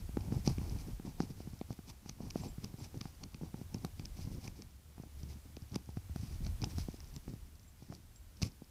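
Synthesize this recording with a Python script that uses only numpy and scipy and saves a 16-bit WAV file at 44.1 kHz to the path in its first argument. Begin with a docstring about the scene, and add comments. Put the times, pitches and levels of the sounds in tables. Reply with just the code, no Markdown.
"""A quiet park, heard from a phone carried by hand on a walk.
Each step and shift of grip jolts the case: damped, sagging sines make soft thumps, and millisecond
crackles through resonances make dry ticks. Clumped random grains through resonances make finger rumble,
scuff and rustle. Low noise bands follow the arm's swing, thin decaying sines are the pings of a small
metal tag, a wavering sine is a far engine, and smooth filtered noise is the hiss."""
import sys
import numpy as np
from scipy import signal
from scipy.io import wavfile

SR = 44100
rng = np.random.default_rng(int(sys.argv[2]) if len(sys.argv) > 2 else 0)


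def undo_db(level):
    """Turn decibels back into plain size, where 20 dB means ten times bigger."""
    steps = np.asarray(level, float) / 20
    return 10 ** steps


def pcm_store(signal):
    """Save signal as 16-bit PCM."""
    levels = np.round(np.clip(np.atleast_2d(signal), -1, 1) * 32767)
    wavfile.write(sys.argv[1], SR, levels.astype(np.int16).T)


N = 383737   # length of the scene [samples]

# resonances of the microphone port: (frequency [Hz], width [Hz], level [dB])
PORT_MODES = [(4854, 1370, 4.5), (5985, 880, 6)]
# lower resonances of the case, under ticks and rustle: (frequency [Hz], width [Hz], level [dB])
LOW_CASE_MODES = [(3360, 5900, -14), (2338, 450, 8.5), (1115, 180, 5)]


def rms_one(x):
    """Scales a sound to an rms of 1."""
    return x / np.sqrt(np.mean(x ** 2) + 1e-20)


def in_time(rows):
    """Draws straight lines between the rows (time [s], values ..), one curve per value column."""
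    s, *columns = np.transpose(rows)
    return [np.interp(np.arange(N) / SR, s, column) for column in columns]


def band(x, low_hz, high_hz):
    """Keeps the band between two frequencies."""
    edges_hz = [low_hz, min(high_hz, 0.45 * SR)]
    return signal.sosfilt(signal.butter(2, edges_hz, "band", fs=SR, output="sos"), x)


def drift(rate_hz):
    """Slow random wander with spread 1: noise through two equal poles at rate_hz."""
    hop = 40   # computed on every 40th sample, then interpolated
    pole = np.exp(-2 * np.pi * rate_hz * hop / SR)
    noise = rng.standard_normal(N // hop + 2002)
    slow = signal.lfilter([1], [1, -2 * pole, pole * pole], noise)[2000:]   # skip the settling
    return np.interp(np.arange(N) / hop, np.arange(len(slow)), rms_one(slow))


def resonate(x, modes):
    """Parallel resonances, each of gain 1 at its peak before its level, with alternating signs."""
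    out = 0
    for k, (hz, width_hz, db) in enumerate(modes):
        r = np.exp(-np.pi * width_hz / SR)
        numerator = np.array([1, 0, -1]) * (1 - r * r) / 2
        denominator = [1, -2 * r * np.cos(2 * np.pi * hz / SR), r * r]
        ring = signal.lfilter(numerator, denominator, x + 1e-18)
        out = out + (-1) ** k * undo_db(db) * ring
    return out


def grains(per_s, spread_db):
    """Random impulses of uneven size and sign; a wandering density makes them come in clumps."""
    sizes = undo_db(spread_db * np.minimum(rng.exponential(1, N), 4)) * rng.choice([-1, 1], N)
    chance = per_s * undo_db(4.0 * drift(12)) / SR
    return sizes * (rng.random(N) < chance)


def add(out, s, sound):
    """Mixes a short sound into out at time s."""
    i = round(s * SR)
    out[i:i + len(sound)] += sound[:N - i]


def hiss(level_db):
    """Smooth noise of the electronics and the far air, shaped in half-octave bands."""
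    # relative colour of the hiss: (frequency [Hz], density [dB per Hz])
    colour = [(250, -6), (660, -8), (1000, -9), (2000, -11.5), (4000, -12.5), (8000, -13), (15500, -15)]
    hz, db = np.transpose(colour)
    white = rng.standard_normal((2, N))   # neighbouring bands take different noise
    edges_hz = 200 * 2 ** np.arange(0, 7, 0.5)
    out = 0
    for k, (low, high) in enumerate(zip(edges_hz, edges_hz[1:])):
        band_db = np.interp(np.log(low * high) / 2, np.log(hz), db)   # read at the band's centre
        out = out + undo_db(band_db) * band(white[k % 2], low, high)
    return undo_db(level_db) * rms_one(out)


def hum():
    """A far engine's low firing tone, which wavers in pitch and level on its way through the air."""
    # the engine passing, before the waver: (time [s], level [dB])
    passing = [(0, -84), (3.4, -85), (3.65, -63), (4.3, -57), (4.8, -66.5), (5.25, -49), (5.6, -63),
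               (5.9, -56), (8.7, -70.5)]
    db, = in_time(passing)
    pitch_hz = 73 + 2.1 * drift(4.2)
    phase = 2 * np.pi * np.cumsum(pitch_hz) / SR
    waver_db = 2.5 * drift(6)
    return np.sqrt(2) * undo_db(db + waver_db) * np.sin(phase)


def sway(sway_db, buffet_db):
    """The arm swings the phone through the air: lumpy pressure on the port, in two low noise bands."""
    slow, fast = rng.standard_normal((2, N))
    lumps = undo_db(2.0 * drift(12))
    swaying = undo_db(sway_db) * rms_one(band(slow, 23, 63.2))
    buffeting = undo_db(buffet_db) * rms_one(band(fast, 58.8, 95.3))
    return lumps * (swaying + buffeting)


def pings():
    """A tapped metal tag: one thin mode rings down until a touch takes most of it away."""
    # taps on the tag: (time [s], level [dB], time until the touch [s])
    taps = [(2.4144, -56, .022), (2.483, -54, 0.04), (2.79, -58, .016), (7.0858, -70, .02),
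            (7.151, -59, 0.013), (7.639, -65, 0.0071), (7.678, -61.5, .04), (8.159, -57.5, 0.06),
            (8.226, -69, .016), (8.46, -58.5, .014)]
    ping_hz, t60_s, touch_drop_db = 7480, 0.1, -20
    out, t = np.zeros(N), np.arange(round(0.15 * SR)) / SR
    for s, db, free_s in taps:
        touch_db = touch_drop_db * np.clip((t - free_s) / 0.006, 0, 1)
        attack = np.clip(t / 0.0015, 0, 1)
        fade = attack * undo_db(db - 60 * t / t60_s + touch_db)
        add(out, s, fade * np.sin(2 * np.pi * ping_hz * t))
    return out


def slips():
    """Each slip of the fingers swells, holds and fades at shared rates above the resting hand's level."""
    # separate slips over the case:
    # (time [s], hold [s], rumble level [dB], scuff level [dB], rustle level [dB])
    slides = [(0.0, 0.022, -56, -73, -66), (.175, 0.16, -46.5, -65, -71), (0.331, 0.041, -41.5, -56, -61),
              (0.463, 0.032, -38, -56, -53), (.6, .08, -43.5, -62, -67.5), (.71, 0.11, -46, -68, -66),
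              (.85, 0.064, -48, -65.5, -71.5), (1.059, 0.027, -43, -63.5, -64.5),
              (1.208, 0.028, -44.5, -62, -60.5), (1.28, 0.024, -46, -72, -67), (1.38, 0.19, -61, -78, -74),
              (1.7, 0.024, -51, -69, -65.5), (1.885, 0.014, -51, -67, -64.5), (2.05, 0.062, -60, -74, -70),
              (2.215, 0.074, -45.5, -63.5, -69.5), (2.359, 0.045, -43.5, -65.5, -61.5),
              (2.439, 0.026, -38.5, -57, -61), (2.635, 0.039, -47, -69, -65),
              (2.798, 0.054, -50.5, -65.5, -60.5), (2.95, .04, -52.5, -79, -72),
              (3.03, .06, -60, -72, -64.5), (3.215, 0.018, -51, -69, -67), (3.34, 0.022, -54.5, -80, -74),
              (3.42, 0.048, -49, -68, -66.5), (3.55, 0.066, -49.5, -72, -68), (3.73, .04, -50, -67.5, -70),
              (3.829, 0.027, -49, -66, -66), (3.99, .07, -52, -73, -71), (4.17, 0.13, -55, -69, -66),
              (4.33, 0.051, -48, -74, -68.5), (4.43, 0.035, -49, -67, -61.5),
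              (4.57, 0.053, -54, -76, -70.5), (4.98, 0.049, -62, -73, -76), (5.2, .05, -54.5, -80, -74),
              (5.3, 0.033, -50, -70, -66), (5.46, 0.033, -65, -85, -79), (5.62, 0.017, -57, -93, -87),
              (5.74, 0.021, -48, -65, -67), (5.89, 0.014, -58, -78, -69), (5.96, 0.016, -64, -76, -73),
              (6.17, .19, -54, -77, -66), (6.41, 0.064, -46.5, -69, -68), (6.62, .04, -46.5, -66, -66.5),
              (6.68, 0.035, -45.5, -68, -60), (6.771, 0.029, -47, -67, -57.5), (6.85, .25, -60, -79, -70),
              (7.145, 0.026, -53.5, -71, -72), (7.289, 0.039, -51.5, -88, -68),
              (7.45, 0.011, -69, -85, -81), (7.82, 0.026, -64, -82, -71.5), (7.91, 0.032, -53, -76, -67),
              (8.432, 0.02, -44.5, -61, -58)]
    rise_db_per_s, fall_db_per_s = 454, 312
    resting_db = -67.5, -91, -87   # rumble, scuff, rustle
    t = np.arange(0, N, 64) / SR
    s, held, *columns = np.transpose(slides)[:, :, None]
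    before = np.maximum(s - t, 0)
    after = np.maximum(t - s - np.maximum(held, 0), 0)
    shape_db = -rise_db_per_s * before - fall_db_per_s * after
    curves = []
    for db, still_db in zip(columns, resting_db):
        loudest = undo_db(db + shape_db).max(axis=0)   # overlapping slips do not add up
        level_db = 20 * np.log10(undo_db(still_db) + loudest)
        curves.append(np.interp(np.arange(N) / SR, t, level_db))
    return curves


def rustle(level_db):
    """Skin slides on plastic: dense fine grains through the port resonances, with a thin bright edge."""
    rubbing = grains(6000, spread_db=4.0)
    port = resonate(resonate(rubbing, PORT_MODES), [(4870, 6200, 0.0054)])
    low = undo_db(-8) * resonate(rubbing, LOW_CASE_MODES)
    edge = undo_db(-9.0) * band(rubbing, 5000, 13000)
    flutter_db = 2.5 * drift(25)
    return undo_db(level_db + flutter_db) * rms_one(port + low + edge)


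def scuff(level_db):
    """Rubbing excites the middle modes of the case in coarse crunches: sparser grains."""
    # middle modes of the case: (frequency [Hz], width [Hz], level [dB])
    middle_modes = [(787, 340, 12.5), (1000, 870, -1.5)]
    rubbed = band(resonate(grains(600, spread_db=3.5), middle_modes), 414, 1060)
    return undo_db(level_db) * rms_one(rubbed)


def rumble(level_db):
    """Fingers roll over the case: dense small jolts, unrelated from one resonance to the next."""
    # low resonances of the held case: (frequency [Hz], level [dB])
    low_modes = [(105, 8.5), (140, 3.5), (200, 2), (280, -5.5), (400, -21)]
    clump = undo_db(3.5 * drift(30))
    rings = 0
    for hz, db in low_modes:
        once = resonate(grains(500, spread_db=3.0), [(hz, 0.54 * hz, db)])
        rings = rings + resonate(once, [(hz, 0.62 * hz, 0)])   # a second pass steepens the skirts
    return undo_db(level_db) * rms_one(clump * rings)


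def ticks():
    """A tick is milliseconds of crackle; the port rings most, with a low and a bright part."""
    # ticks of skin and plastic, levels ahead of the resonances:
    # (time [s], level [dB], low part [dB re level], bright part [dB re level])
    touches = [(0.1704, -46, -23, -23), (0.2077, -44, -6, -29), (0.4756, -24, -16, -34),
               (0.5828, -41.5, -1, -17), (0.6964, -44, -14, -26), (1.2024, -37, -12, -26),
               (1.2162, -38, -20, -45), (1.2229, -41, -20, -22), (1.6122, -52.5, 11.5, -25),
               (1.7274, -45.5, -4, -11), (3.3441, -46, 5, -13), (3.7435, -31, -6.5, -23),
               (3.7832, -49, -23, -27), (3.8483, -33.5, 0, -8), (3.9948, -41, 3.5, -23),
               (4.6211, -41.5, -1, -14), (5.2317, -44, -19.5, -32), (5.5666, -43, 3.5, -35),
               (5.6211, -51.5, -14, -24), (5.7192, -52, -15, -26), (5.7443, -40, 2, -33),
               (5.9701, -47, -7, -28), (6.1609, -48, 2, -1), (6.4484, -41, -12, -27),
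               (6.6178, -37, -7, -25), (6.626, -39.5, -4, -25), (6.6419, -23, -14, -28),
               (6.783, -35.5, -20, -9), (6.915, -49, -14, -25), (7.0038, -45, 0, -27),
               (7.044, -50, -21, -25), (7.1629, -35.5, -7.5, -15), (7.9241, -49, -3, -20),
               (7.9501, -45, -9, -7), (8.1596, -53, -18, -7), (8.3715, -52, -28, -21),
               (8.4175, -33, -32, -16), (8.4302, -28.5, -1.5, -11.5)]
    # main clicks of double clicks, as of a loose part in the case, same columns:
    # (time [s], level [dB], low part [dB re level], bright part [dB re level])
    clicks = [(2.0945, -33, -4.5, -16), (2.3065, -33.5, -9, -19), (2.6448, -32, -4.5, -16),
              (2.9765, -49, -12, -26), (3.012, -31.5, -2, -23), (3.237, -34, -5, -23),
              (4.0553, -37.5, -2, -16), (4.4774, -42, 5, -8), (5.7578, -31, 0.5, -10.5),
              (6.466, -36.5, -3, -25), (8.424, -22, -11, -22.5)]
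    lead_s, lead_db = 0.0031, -8   # a lighter touch comes before each main click
    faint_count, faint_db, faint_spread_db = 40, -53.5, 4
    faint_low_db, faint_bright_db = -20, -22

    t = np.arange(round(0.006 * SR)) / SR
    shape = np.exp(-t / 0.0011) * (1 - np.exp(-t / 0.0001))
    leads = [(s - lead_s, db + lead_db, *colour) for s, db, *colour in clicks]
    faint = []   # faint ticks fall at random
    for place, size in rng.random((faint_count, 2)):
        db = faint_db + faint_spread_db * (size - 0.5)
        faint.append((place * (N - len(t)) / SR, db, faint_low_db, faint_bright_db))
    rows = touches + clicks + leads + faint

    port, low, bright = np.zeros((3, N))
    for (s, db, low_db, bright_db), crackle in zip(rows, rng.standard_normal((len(rows), len(t)))):
        burst = shape * crackle
        burst = undo_db(db) * burst / np.sqrt(np.sum(burst ** 2))   # equal energy at equal level
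        add(port, s, burst)
        add(low, s, burst * undo_db(low_db))
        add(bright, s, burst * undo_db(bright_db))
    port_ring = undo_db(17) * resonate(port, PORT_MODES)
    low_ring = undo_db(14) * resonate(low, LOW_CASE_MODES)
    return port_ring + low_ring + undo_db(16) * band(bright, 7300, 13000)


def thumps():
    """The hand damps each jolt within a cycle or two; its pitch sags as the contact softens."""
    # jolts of the case, levels ahead of a common gain, pitch ahead of the sag:
    # (time [s], level [dB], nominal pitch [Hz], case knock [dB re level])
    jolts = [(0.0928, -34, 162, -18.5), (0.1714, -22.5, 257, -11), (0.3236, -25, 196, -15),
             (0.476, -17.5, 187, -15.5), (0.583, -24, 219, -25), (0.6152, -31, 162, -17),
             (0.764, -27.5, 178.0, -30), (0.9984, -35.5, 206, -10.5), (1.051, -35, 185, -15),
             (1.2038, -21, 212, -8), (1.404, -37.5, 235, -11), (1.4747, -26, 201, -29.5),
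             (1.534, -36, 146.0, -20.5), (1.6133, -30, 226, -9.5), (1.706, -31, 140, -11.5),
             (1.791, -37, 194, -12), (2.0605, -41, 200.0, -7.5), (2.094, -38.5, 156, -14),
             (2.205, -35, 184, -11.5), (2.3577, -25, 226, -9), (2.448, -38, 193, -19),
             (2.583, -28.5, 167, -27.5), (2.6461, -36.5, 189, -17), (2.741, -34.5, 164, -19),
             (2.812, -37, 189, -19), (2.944, -38.8, 288, -11), (2.9723, -33.5, 143, -20),
             (3.014, -35.5, 152, -15.5), (3.0556, -35.5, 169, -6.5), (3.3474, -33, 182, -25),
             (3.413, -36, 240, -16), (3.434, -32.5, 252, -16), (3.5431, -32.5, 194, -11.5),
             (3.615, -32, 170, -21), (3.7467, -26, 190, -22), (3.848, -29, 202, -5.5),
             (3.997, -33.5, 151.0, -14), (4.1922, -35, 165, -22.5), (4.274, -31, 143, -21.5),
             (4.4809, -37, 156, -13.5), (4.981, -43.5, 195, -6), (4.9995, -33.5, 173, -21.5),
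             (5.0358, -44.5, 186, -3.5), (5.234, -30.5, 151.0, -28.5), (5.5706, -35.5, 283, -19),
             (5.6242, -30, 131, -33), (5.722, -34, 118, -25), (5.761, -23, 197, -19.5),
             (5.8907, -37, 137, -12), (5.9715, -28, 141, -13.5), (6.0968, -36.5, 137, -21),
             (6.1609, -32.5, 180, -7.5), (6.4665, -33, 131, -10), (6.6219, -26.5, 134, -24),
             (6.6391, -32, 138, -3.5), (6.784, -29, 170, -10), (6.8858, -27.5, 225, -19.5),
             (6.9426, -37.5, 256, -19.5), (7.1651, -32.5, 157, -26.5), (7.28, -32, 187, -14.5),
             (7.3376, -31.5, 171, -25), (7.824, -41, 167, -16), (7.902, -29.5, 164, -29.5),
             (7.9247, -47.5, 188, 4.5), (8.419, -33, 190, -7), (8.4299, -21, 124, -21.5),
             (8.465, -33, 128, -25), (8.6204, -37, 225, -18.5)]
    case_hz, knock_t60_s = 747, 0.019   # the case's knock, before detuning
    out, t = np.zeros(N), np.arange(round(0.08 * SR)) / SR
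    for (s, db, hz, knock_db), draw in zip(jolts, rng.random((len(jolts), 3))):
        rise_s = 0.0005 * undo_db(-0.8 * (knock_db + 14))   # a jolt with little knock lands softly
        # from 1.84 times the nominal pitch down to 0.69 times
        turns = hz * (0.69 * t + 0.0023 * (1 - np.exp(-t / 0.002)))
        swell = (1 - np.exp(-t / rise_s)) ** 2
        push = np.sin(2 * np.pi * turns) * np.exp(-hz * t / 0.78) * swell
        knock_hz = case_hz * (0.88 + 0.24 * draw[1])   # the grip detunes the case
        knock_fade = undo_db(-60 * t / knock_t60_s - 4.0)
        ring = np.sin(2 * np.pi * knock_hz * t) * knock_fade * np.sign(draw[2] - 0.5)
        edge = np.sin(2 * np.pi * 1150 * t) * np.exp(-t / 0.0005)   # the hard first contact
        polarity = 1 if draw[0] < 0.6 else -1
        add(out, s - rise_s, polarity * undo_db(db + 4.0) * (push + undo_db(knock_db) * (ring + edge)))
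    return out


def scene():
    """Mixes the hand on the case with the swing, the tag, the engine and the hiss, in mono."""
    # the swing of the arm and the broad hiss:
    # (time [s], sway level [dB], buffet level [dB], hiss level [dB])
    swing = [(0.0, -50.5, -49.5, -62.5), (0.75, -46, -43, -60.5), (0.92, -48.5, -53, -62),
             (0.98, -52, -59, -64), (1.7, -64, -50.5, -65), (2.1, -56.5, -68, -68),
             (2.35, -53.5, -61.5, -63.5), (3.3, -59, -57.5, -66), (3.75, -57.5, -52, -64.5),
             (4.34, -51.5, -54.5, -64), (4.8, -69, -59.5, -68.5), (5.21, -57, -62, -65),
             (5.9, -68, -59.5, -66.5), (6.2, -59, -47.5, -63), (6.52, -37, -43.5, -61.5),
             (6.62, -58, -48.5, -62), (6.81, -51, -43, -60), (6.9, -53.5, -54, -64),
             (7.34, -54.5, -67, -65.5), (7.61, -63.5, -62, -68.5), (8.7, -61.5, -64, -67.5)]
    rumble_db, scuff_db, rustle_db = slips()
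    sway_db, buffet_db, hiss_db = in_time(swing)
    hand = thumps() + ticks() + rumble(rumble_db) + scuff(scuff_db) + rustle(rustle_db)
    around = sway(sway_db, buffet_db) + pings() + hum() + hiss(hiss_db)
    return (hand + around)[None, :]


def roll_off(x):
    """The treble ends steeply here."""
    return signal.sosfilt(signal.butter(12, 16790, fs=SR, output="sos"), x)


def record(dry):
    """The top of the finished mix is cut steeply, 30 dB down from 15750 Hz upward."""
    steep = signal.cheby2(14, 30, 15750, fs=SR, output="sos")
    mix = signal.sosfilt(steep, dry)
    return roll_off(mix)


dry = scene()
out = record(dry)
pcm_store(out)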